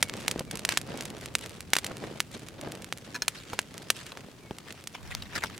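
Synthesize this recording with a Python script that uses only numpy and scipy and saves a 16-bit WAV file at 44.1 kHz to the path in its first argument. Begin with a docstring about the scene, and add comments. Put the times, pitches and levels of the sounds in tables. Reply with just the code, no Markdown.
"""A sharp pop opens on a small campfire of dry needles and twigs, close by on an open, rocky hillside.
Steam pockets burst, needles tick and sizzle, flames flutter and slowly die down. Someone grinds his
soles on the gritty rock, rummages in the woodpile to the left and lays sticks on the fire, which ring
as they strike. Light air rumbles at the microphone and a bird whistles far away."""
import sys
import numpy as np
from scipy import signal
from scipy.fft import rfft, irfft, next_fast_len
from scipy.io import wavfile
from scipy.ndimage import uniform_filter1d, map_coordinates

SR = 44100
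rng = np.random.default_rng(int(sys.argv[2]) if len(sys.argv) > 2 else 0)


def store_wav(level_fs):
    """Save 16-bit WAV to argv[1]."""
    pcm = np.round(np.clip(np.atleast_2d(level_fs), -1, 1) * 32767)
    wavfile.write(sys.argv[1], SR, pcm.T.astype(np.int16))


N = 246519
TIME = np.arange(N) / SR
SHORT = np.arange(SR // 5) / SR  # time within one pop, knock or call [s]


def amp(db):
    """Decibels to gain."""
    return 10 ** (np.asarray(db) / 20)


def unit(x):
    """Scale to rms 1."""
    return x / np.sqrt(np.mean(x ** 2) + 1e-20)


def burst(x):
    """Scale a short sound to the energy of 10 ms at rms 1."""
    return x / np.sqrt(np.mean(np.sum(x ** 2, axis=-1)) / (SR / 100) + 1e-20)


def along(points, hz):
    """Read (frequency, value) points on a log axis."""
    freqs, values = np.transpose(points)
    return np.interp(np.log(hz + 1), np.log(freqs), values)


def wobble(rate):
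    """A smooth random curve, rate knots a second."""
    return map_coordinates(rng.standard_normal(int(N * rate / SR) + 4), [TIME * rate])


def filtered(x, response):
    """Apply a response given as a function of frequency."""
    size = next_fast_len(N + SR // 4)
    return irfft(rfft(x, size) * response(np.fft.rfftfreq(size, 1 / SR)), size)[..., :N]


def coloured(x, spectrum, size=2048):
    """Minimum-phase colouring, so that attacks stay sharp."""
    gain = amp(along(spectrum, np.fft.rfftfreq(size, 1 / SR)))
    cepstrum = irfft(np.log(gain))
    cepstrum[1:size // 2] *= 2
    cepstrum[size // 2 + 1:] = 0
    impulse = irfft(np.exp(rfft(cepstrum)))
    return signal.fftconvolve(x, impulse[None], axes=1)[:, :N]


def add(track, s, sound):
    """Mix a sound into the track at time s."""
    start = int(np.clip(round(s * SR), 0, N - 1))
    track[:, start:start + sound.shape[-1]] += sound[..., :N - start]


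def dying(t60, width):
    """Stereo noise that swells for an instant and dies away."""
    common, left, right = rng.standard_normal((3, len(SHORT)))
    envelope = amp(-60 * SHORT / t60) * (1 - np.exp(-SHORT / 0.00019))
    return (common + width * np.array([left, right])) * envelope


def smeared(pulse, tail):
    """Draw a pulse out over a stereo tail of noise."""
    return signal.fftconvolve(tail, pulse[None], axes=1)[:, :len(SHORT)]


# Diffuse sound at the microphone pair: (frequency [Hz], left-right correlation [-1..1])
LIKENESS = [(30, -0.58), (70, 0.76), (130, 0.91), (5000, 0.46), (14000, 0.31)]
def spread(pair):
    """Two unrelated signals become left and right with the likeness of the place."""
    def mid_side_gains(hz):
        angle = np.arccos(np.clip(along(LIKENESS, hz), -1, 1)) / 2
        return np.array([np.cos(angle), np.sin(angle)])
    mid, side = filtered(pair, mid_side_gains)
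    return np.array([mid + side, mid - side])


# Low rumble at the microphone: (time [s], level [dB])
RUMBLE_LEVELS = [(0.0, -46), (4.9, -54.5), (5.59, -45.5)]
# That rumble, and the hush of the open slope all around: (frequency [Hz], level [dB])
RUMBLE_SPECTRUM = [(20, -37), (50, -7), (105, -1), (200, -2.5), (500, -14.5), (5000, -87)]
HUSH_SPECTRUM = [(200, -3), (700, -7), (2500, -10.5), (9000, -17), (16000, -23.5)]
def air():
    """Light wind and flames rumble over the even hush of the hillside."""
    rumble_db = np.interp(TIME, *np.transpose(RUMBLE_LEVELS))
    rumble = unit(coloured(spread(rng.standard_normal((2, N))), RUMBLE_SPECTRUM))
    hush = unit(coloured(spread(rng.standard_normal((2, N))), HUSH_SPECTRUM))
    return amp(rumble_db + 0.29 * wobble(9.9)) * rumble + amp(-58.5) * hush


# Falling whistles and arched chirps, far from the microphone: (time [s], level [dB])
FAR_WHISTLES = [(0.025, -52), (0.47, -54), (0.945, -54), (4.41, -57.5)]
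FAR_CHIRPS = [(3.795, -62.5), (4.605, -64)]
def bird(pitch_blur=0.018):
    """Thin calls, blurred by distance: each glides along a parabola through its turning point."""
    out = np.zeros((2, N))
    def sing(calls, length_s, from_hz, turn_hz, turn_share):
        progress = np.clip(SHORT / length_s, 0, 1)
        glide = turn_hz + (from_hz - turn_hz) * (1 - progress / turn_share) ** 2
        swell = 2 * np.sqrt(progress * (1 - progress))
        for s, db in calls:
            hz = glide * (1 + pitch_blur * wobble(500)[:len(SHORT)])
            add(out, s, amp(db) * swell * np.sin(2 * np.pi * np.cumsum(hz) / SR))
    sing(FAR_WHISTLES, length_s=0.1, from_hz=2400, turn_hz=2180, turn_share=0.9)
    sing(FAR_CHIRPS, length_s=0.12, from_hz=4050, turn_hz=5100, turn_share=0.68)
    return out


# Gusts right on the microphone: (time [s], level [dB])
GUST_LEVELS = [(0.0, -66), (0.4, -57), (4.87, -77), (5.08, -43), (5.59, -67)]
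# Their deep buffeting: (frequency [Hz], level [dB])
GUST_SPECTRUM = [(15, -42), (30, -6), (55, -15), (110, -11), (400, -52)]
def gusts():
    """Gusts push on the two microphone ports, mostly in opposite directions."""
    gust_db = np.interp(TIME, *np.transpose(GUST_LEVELS))
    mid, side = coloured(rng.standard_normal((2, N)), GUST_SPECTRUM) * amp([[-6], [0]])
    return amp(gust_db) * unit(np.array([mid + side, mid - side]))


def grit(spectrum, rate, size_db, smooth, slip_s=0.0019):
    """Tiny slips of random size, about rate a second, over a smoother rubbing noise."""
    onsets = rng.random(N) < rate / SR
    sizes = amp(size_db * np.minimum(rng.standard_exponential(N), 3))
    slips = signal.lfilter([1], [1, -np.exp(-1 / (slip_s * SR))], onsets * sizes)
    friction = (unit(slips) + smooth) * rng.standard_normal((2, N))
    return unit(coloured(spread(friction), spectrum))


# Fireside noise, dull (flames, soles) and bright (needles, twigs): (frequency [Hz], level [dB])
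DULL_SPECTRUM = [(40, -50), (110, 3.5), (320, 2), (600, -1), (1000, -8.5), (5000, -22), (16000, -55)]
BRIGHT_SPECTRUM = [(200, -7), (700, -14), (1400, -4.5), (2800, -4), (8500, -13), (12000, -22), (16000, -38)]
def burning(fade_db_per_s=1.55):
    """Flames flutter and needles sizzle, flaring unevenly and slowly dying down."""
    heat_db = 2.6 * wobble(7.09) - fade_db_per_s * TIME
    flutter = amp(-48) * grit(DULL_SPECTRUM, rate=270, size_db=-0.5, smooth=0.12)
    sizzle = amp(-52) * grit(BRIGHT_SPECTRUM, rate=160, size_db=3.5, smooth=0.55)
    return amp(heat_db) * (flutter + sizzle)


def strokes(rows, rise_share=0.43, edge_db=13, roundness=1.36):
    """Force of a series of movements: each swells to its peak and eases off more slowly."""
    power = np.zeros(N)
    for peak_s, length_s, db in rows:
        away = np.maximum((peak_s - TIME) / rise_share, (TIME - peak_s) / (1 - rise_share)) / length_s
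        power += amp(db - edge_db * np.minimum(away, 10) ** roundness) ** 2
    return np.sqrt(power)


def twig_resonances(x, patchy_db, size=256):
    """Ever different twigs touch, so brief, broad resonances come and go in the rustle."""
    spectra = signal.stft(x, nperseg=size)[2]
    patches = uniform_filter1d(rng.standard_normal(spectra.shape[1:]), size=5, axis=0)
    patches = uniform_filter1d(patches, size=7, axis=1)
    spectra = spectra * amp(patchy_db * unit(patches))
    return unit(signal.istft(spectra, nperseg=size)[1][:, :N])


# Soles on the rock and hands in the twigs, beside the fire: (peak time [s], length [s], level [dB])
SOLE_STROKES = [(0.152, 0.1, -40), (0.385, 0.066, -41.5), (0.54, 0.061, -36.5), (0.885, 0.2, -41),
                (1.08, 0.64, -45), (1.9, 0.14, -41.5), (2.05, 0.18, -39.5), (2.362, 0.039, -42),
                (2.665, 0.32, -40.5)]
HAND_STROKES = [(0.718, 0.093, -36), (1.235, 0.061, -43), (1.44, 0.052, -41.5), (2.345, 0.046, -41),
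                (3.365, 0.13, -42.5), (3.52, 0.16, -46), (3.985, 0.14, -42.5), (4.072, 0.075, -45.5)]
def tending(branch_weight_db=-9.5):
    """Soles grind on the rock; brushed twigs and needles rustle, with a low rub from their branch."""
    feet, hands = strokes(SOLE_STROKES), strokes(HAND_STROKES)
    weight = np.hypot(feet, amp(branch_weight_db) * hands)
    scuff = grit(DULL_SPECTRUM, rate=420, size_db=5.0, smooth=0.38)
    rustle = grit(BRIGHT_SPECTRUM, rate=650, size_db=4.5, smooth=0.38)
    return weight * scuff + hands * twig_resonances(rustle, patchy_db=2.8)


# A branch dragged on the woodpile, just left of the microphone: (peak time [s], length [s], level [dB])
BRANCH_STROKES = [(4.678, 0.06, -46), (4.705, 0.035, -44.5), (4.79, 0.07, -49.5), (4.963, 0.09, -47),
                  (5.13, 0.26, -44.5), (5.39, 0.42, -44), (5.36, 0.066, -30.5), (5.453, 0.059, -34.5)]
# Its rasp: (frequency [Hz], level [dB])
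BARK_SPECTRUM = [(300, -5.5), (1050, -1.5), (2100, -1), (5300, -9), (7000, -14), (14000, -26.5)]
def dragged_branch(jerk_db=2, left_db=0.5):
    """Bark rasps over bark in short jerks."""
    force = strokes(BRANCH_STROKES) * amp(jerk_db * wobble(45))
    rasp = grit(BARK_SPECTRUM, rate=550, size_db=7, smooth=0.5)
    return force * twig_resonances(rasp, patchy_db=3.8) * amp([[left_db], [-left_db]])


# Shoes and logs bumping the ground nearby: (time [s], level [dB], frequency [Hz])
GROUND_BUMPS = [(0.36, -33, 200), (0.387, -34.5, 110), (0.407, -33.5, 318), (1.912, -37.5, 280),
                (2.039, -36.5, 590), (2.673, -36, 382), (4.51, -34, 203)]
def thuds():
    """Soft, heavy contacts: a low push with hardly any ring."""
    out = np.zeros((2, N))
    for s, db, hz in GROUND_BUMPS:
        push = np.sin(2 * np.pi * hz * SHORT) * np.exp(-SHORT * hz / 0.086)
        earth = smeared(push, dying(t60=0.035, width=0.15))
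        add(out, s, amp(db) * burst(burst(push) + amp(3.5) * burst(earth)))
    return coloured(out, [(25, -5), (120, 1.5)])


# Bending modes of a dry stick, scaled by each knock: (frequency [Hz], level [dB], t60 [s])
STICK_MODES = [(988, -8.5, 0.1), (1556, 4, 0.033), (1752, 0, 0.065), (2520, 0, 0.045), (4310, 2.5, 0.036),
               (5560, 3.5, 0.024), (6600, 4, 0.015)]
# Wood striking wood at the fireside:
# (time [s], level [dB], pitch [ratio], ring time [ratio], hardness as treble tilt [dB/octave])
STICK_KNOCKS = [(3.1447, -36.5, 0.99, 1.1, -2.5), (3.152, -33.5, 0.98, 1.15, -3),
                (3.1606, -36.5, 0.95, 0.67, 0.5), (3.221, -25.5, 0.97, 0.86, 4.5),
                (3.533, -32, 0.54, 0.56, -6), (4.1198, -41, 0.61, 0.65, 6), (4.173, -40.5, 0.95, 0.17, -5),
                (4.5092, -42, 0.546, 0.15, -2), (5.1503, -31.5, 0.83, 0.13, 9.5),
                (5.2231, -38, 0.69, 0.64, 8), (5.437, -28.5, 0.88, 0.62, -4.5)]
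def sticks(blur_rad=0.04, spot_db=1.5):
    """Each contact is a short scrape that sets the stick's modes ringing; a held stick rings less."""
    out = np.zeros((2, N))
    for s, db, pitch, ring, tilt_db in STICK_KNOCKS:
        phases = 2 * np.pi * rng.random((len(STICK_MODES), 1))
        # bark and loose contact blur the ring
        drift = blur_rad * np.cumsum(rng.standard_normal((len(STICK_MODES), len(SHORT))), axis=1)
        modes = np.zeros(len(SHORT))
        for (hz, mode_db, t60), phase in zip(STICK_MODES, phases + drift):
            struck_db = mode_db + tilt_db * np.log2(hz) + rng.normal(0, spot_db)  # a new spot each blow
            envelope = amp(struck_db - 60 * SHORT / (t60 * ring))
            modes += envelope * np.sin(2 * np.pi * hz * pitch * SHORT + phase)
        contact = dying(t60=0.061 * ring, width=0.87)
        scrape = signal.lfilter([1, 1], [1, -0.5], contact)  # soft bark dulls it
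        add(out, s, amp(db) * burst(burst(modes) + amp(-7) * burst(scrape)))
    return out


def shock(hz):
    """The pressure pulse of a bursting pocket: one push and its rebound, shorter for small pockets."""
    pole = np.exp(-2 * np.pi * min(hz, SR / 4) / SR)
    return burst(signal.lfilter([1, -1], [1, -2 * pole, pole ** 2], SHORT == 0))


def tick(centre_hz=3400):
    """A dry needle splits: a thin click and a brief tearing of fibres, somewhere across the fire."""
    pitch, side = rng.uniform(-1, 1, 2)
    click = shock(centre_hz * 2 ** (0.5 * pitch))
    tear = smeared(click[:SR // 200], dying(t60=0.018, width=0.35))
    return burst(click + amp(-5.5) * burst(tear)) * amp([[2 * side], [-2 * side]])


def pop(hz, scatter_db, twig_hz=6000, detour_s=0.0005):
    """The direct shock, then its scatter among the sticks and stones, and a faint answer from the slope."""
    pulse = shock(hz)
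    suction = -0.18 * pulse  # runs ahead of the front
    direct = burst(suction + 0.5 * np.roll(pulse, 2) + np.roll(pulse, 4))
    near = burst(dying(t60=0.015, width=0.33))
    slope = amp(-13.5) * burst(dying(t60=0.07, width=0.75))
    bright = shock(np.sqrt(hz * twig_hz))[:SR // 200]  # thin sticks throw back mainly the short waves
    scatter = smeared(bright, near + slope)
    delayed = np.pad(scatter, ((0, 0), (int(detour_s * SR), 0)))[:, :len(SHORT)]
    return burst(direct + amp(scatter_db) * burst(delayed))


# Steam pockets bursting and twigs snapping, close to the microphone:
# (time [s], level [dB], centre frequency [Hz], scatter against direct sound [dB])
STEAM_POPS = [(0.0272, -20, 2680, 2), (0.097, -36, 2700, -31), (0.1386, -39.5, 2580, -24),
              (0.281, -24, 2550, -3.5), (0.313, -29, 4550, -2.5), (0.3943, -33, 4650, -1.5),
              (0.5116, -35, 2820, 5), (0.6509, -25.5, 2870, -4.5), (0.69, -25, 1550, 4),
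              (0.723, -32, 2500, -4), (0.7736, -22, 2150, -0.5), (1.0085, -35.5, 3180, 0),
              (1.3526, -23, 2700, -4.5), (1.734, -18.5, 1830, -0.5), (1.754, -32, 2120, -4),
              (1.766, -24, 1060, 1), (1.7855, -29, 2700, 5), (1.8446, -33, 2070, 3.5),
              (1.865, -34.5, 3400, 4), (2.2037, -24.5, 2560, -5.5), (2.9256, -31.5, 1470, -8),
              (3.2808, -23, 1910, 7), (3.5906, -25.5, 1330, -2.5), (3.9024, -20, 2100, 3.5),
              (4.873, -36, 3970, 1.5), (5.4374, -40, 1500, -14)]
# Dry needles splitting in the heat: (time [s], level [dB])
NEEDLE_TICKS = [(0.556, -38.5), (0.573, -41), (0.5938, -40), (0.8148, -40.5), (0.898, -54), (0.9753, -43.5),
                (1.024, -43), (1.055, -39.5), (1.1029, -45.5), (1.212, -47.5), (1.2592, -39.5),
                (1.3853, -46), (1.391, -45.5), (1.4118, -46), (1.4611, -41.5), (1.495, -47), (1.6066, -40),
                (1.9696, -44), (2.4863, -44.5), (2.613, -43), (2.7204, -41), (2.7524, -46.5),
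                (2.8223, -47.5), (2.8446, -42.5), (2.9357, -53), (2.975, -47), (2.984, -49),
                (3.6166, -48.5), (3.742, -48.5), (3.7798, -42), (3.9661, -47.5), (4.0658, -45),
                (4.5855, -43.5), (4.725, -45.5), (4.8401, -49.5), (5.579, -45)]
# Colour of all the crackle at the microphone: (frequency [Hz], gain [dB])
CRACKLE_COLOUR = [(30, 3), (380, 5), (900, 1.5), (2000, 4), (5200, 0.5), (8800, 3), (11300, 0.5),
                  (16500, -12)]
def crackle(faint_ticks=100, fade_db_per_s=1.9):
    """Loud pops, clear ticks, and faint ticks that thin out and fade as fresh wood covers the flames."""
    out = np.zeros((2, N))
    for s, db, hz, scatter_db in STEAM_POPS:
        add(out, s, amp(db) * pop(hz, scatter_db))
    for s, db in NEEDLE_TICKS:
        add(out, s, amp(db) * tick())
    for when, size in rng.random((faint_ticks, 2)):
        s = when ** 1.5 * N / SR  # crowded towards the start
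        db = -55 + 10 * size ** 2 - fade_db_per_s * s
        add(out, s, amp(db) * tick())
    return coloured(out, CRACKLE_COLOUR)


def scene(right_lead_s=11e-6):
    """The fire lies slightly right of the microphone: it crackles a little louder and earlier there."""
    fire = crackle() * amp([[-0.8], [0.7]])
    fire = filtered(fire, lambda hz: np.exp(1j * np.pi * hz * right_lead_s * np.array([[-1], [1]])))
    return fire + burning() + sticks() + thuds() + tending() + dragged_branch() + air() + gusts() + bird()


def record(dry, top_hz=16300):
    """The microphone chain clips at full scale and keeps nothing above its band limit."""
    return filtered(np.clip(dry, -1, 1), lambda hz: 1 / (1 + (hz / top_hz) ** 80))


dry = scene()
out = record(dry)
store_wav(out)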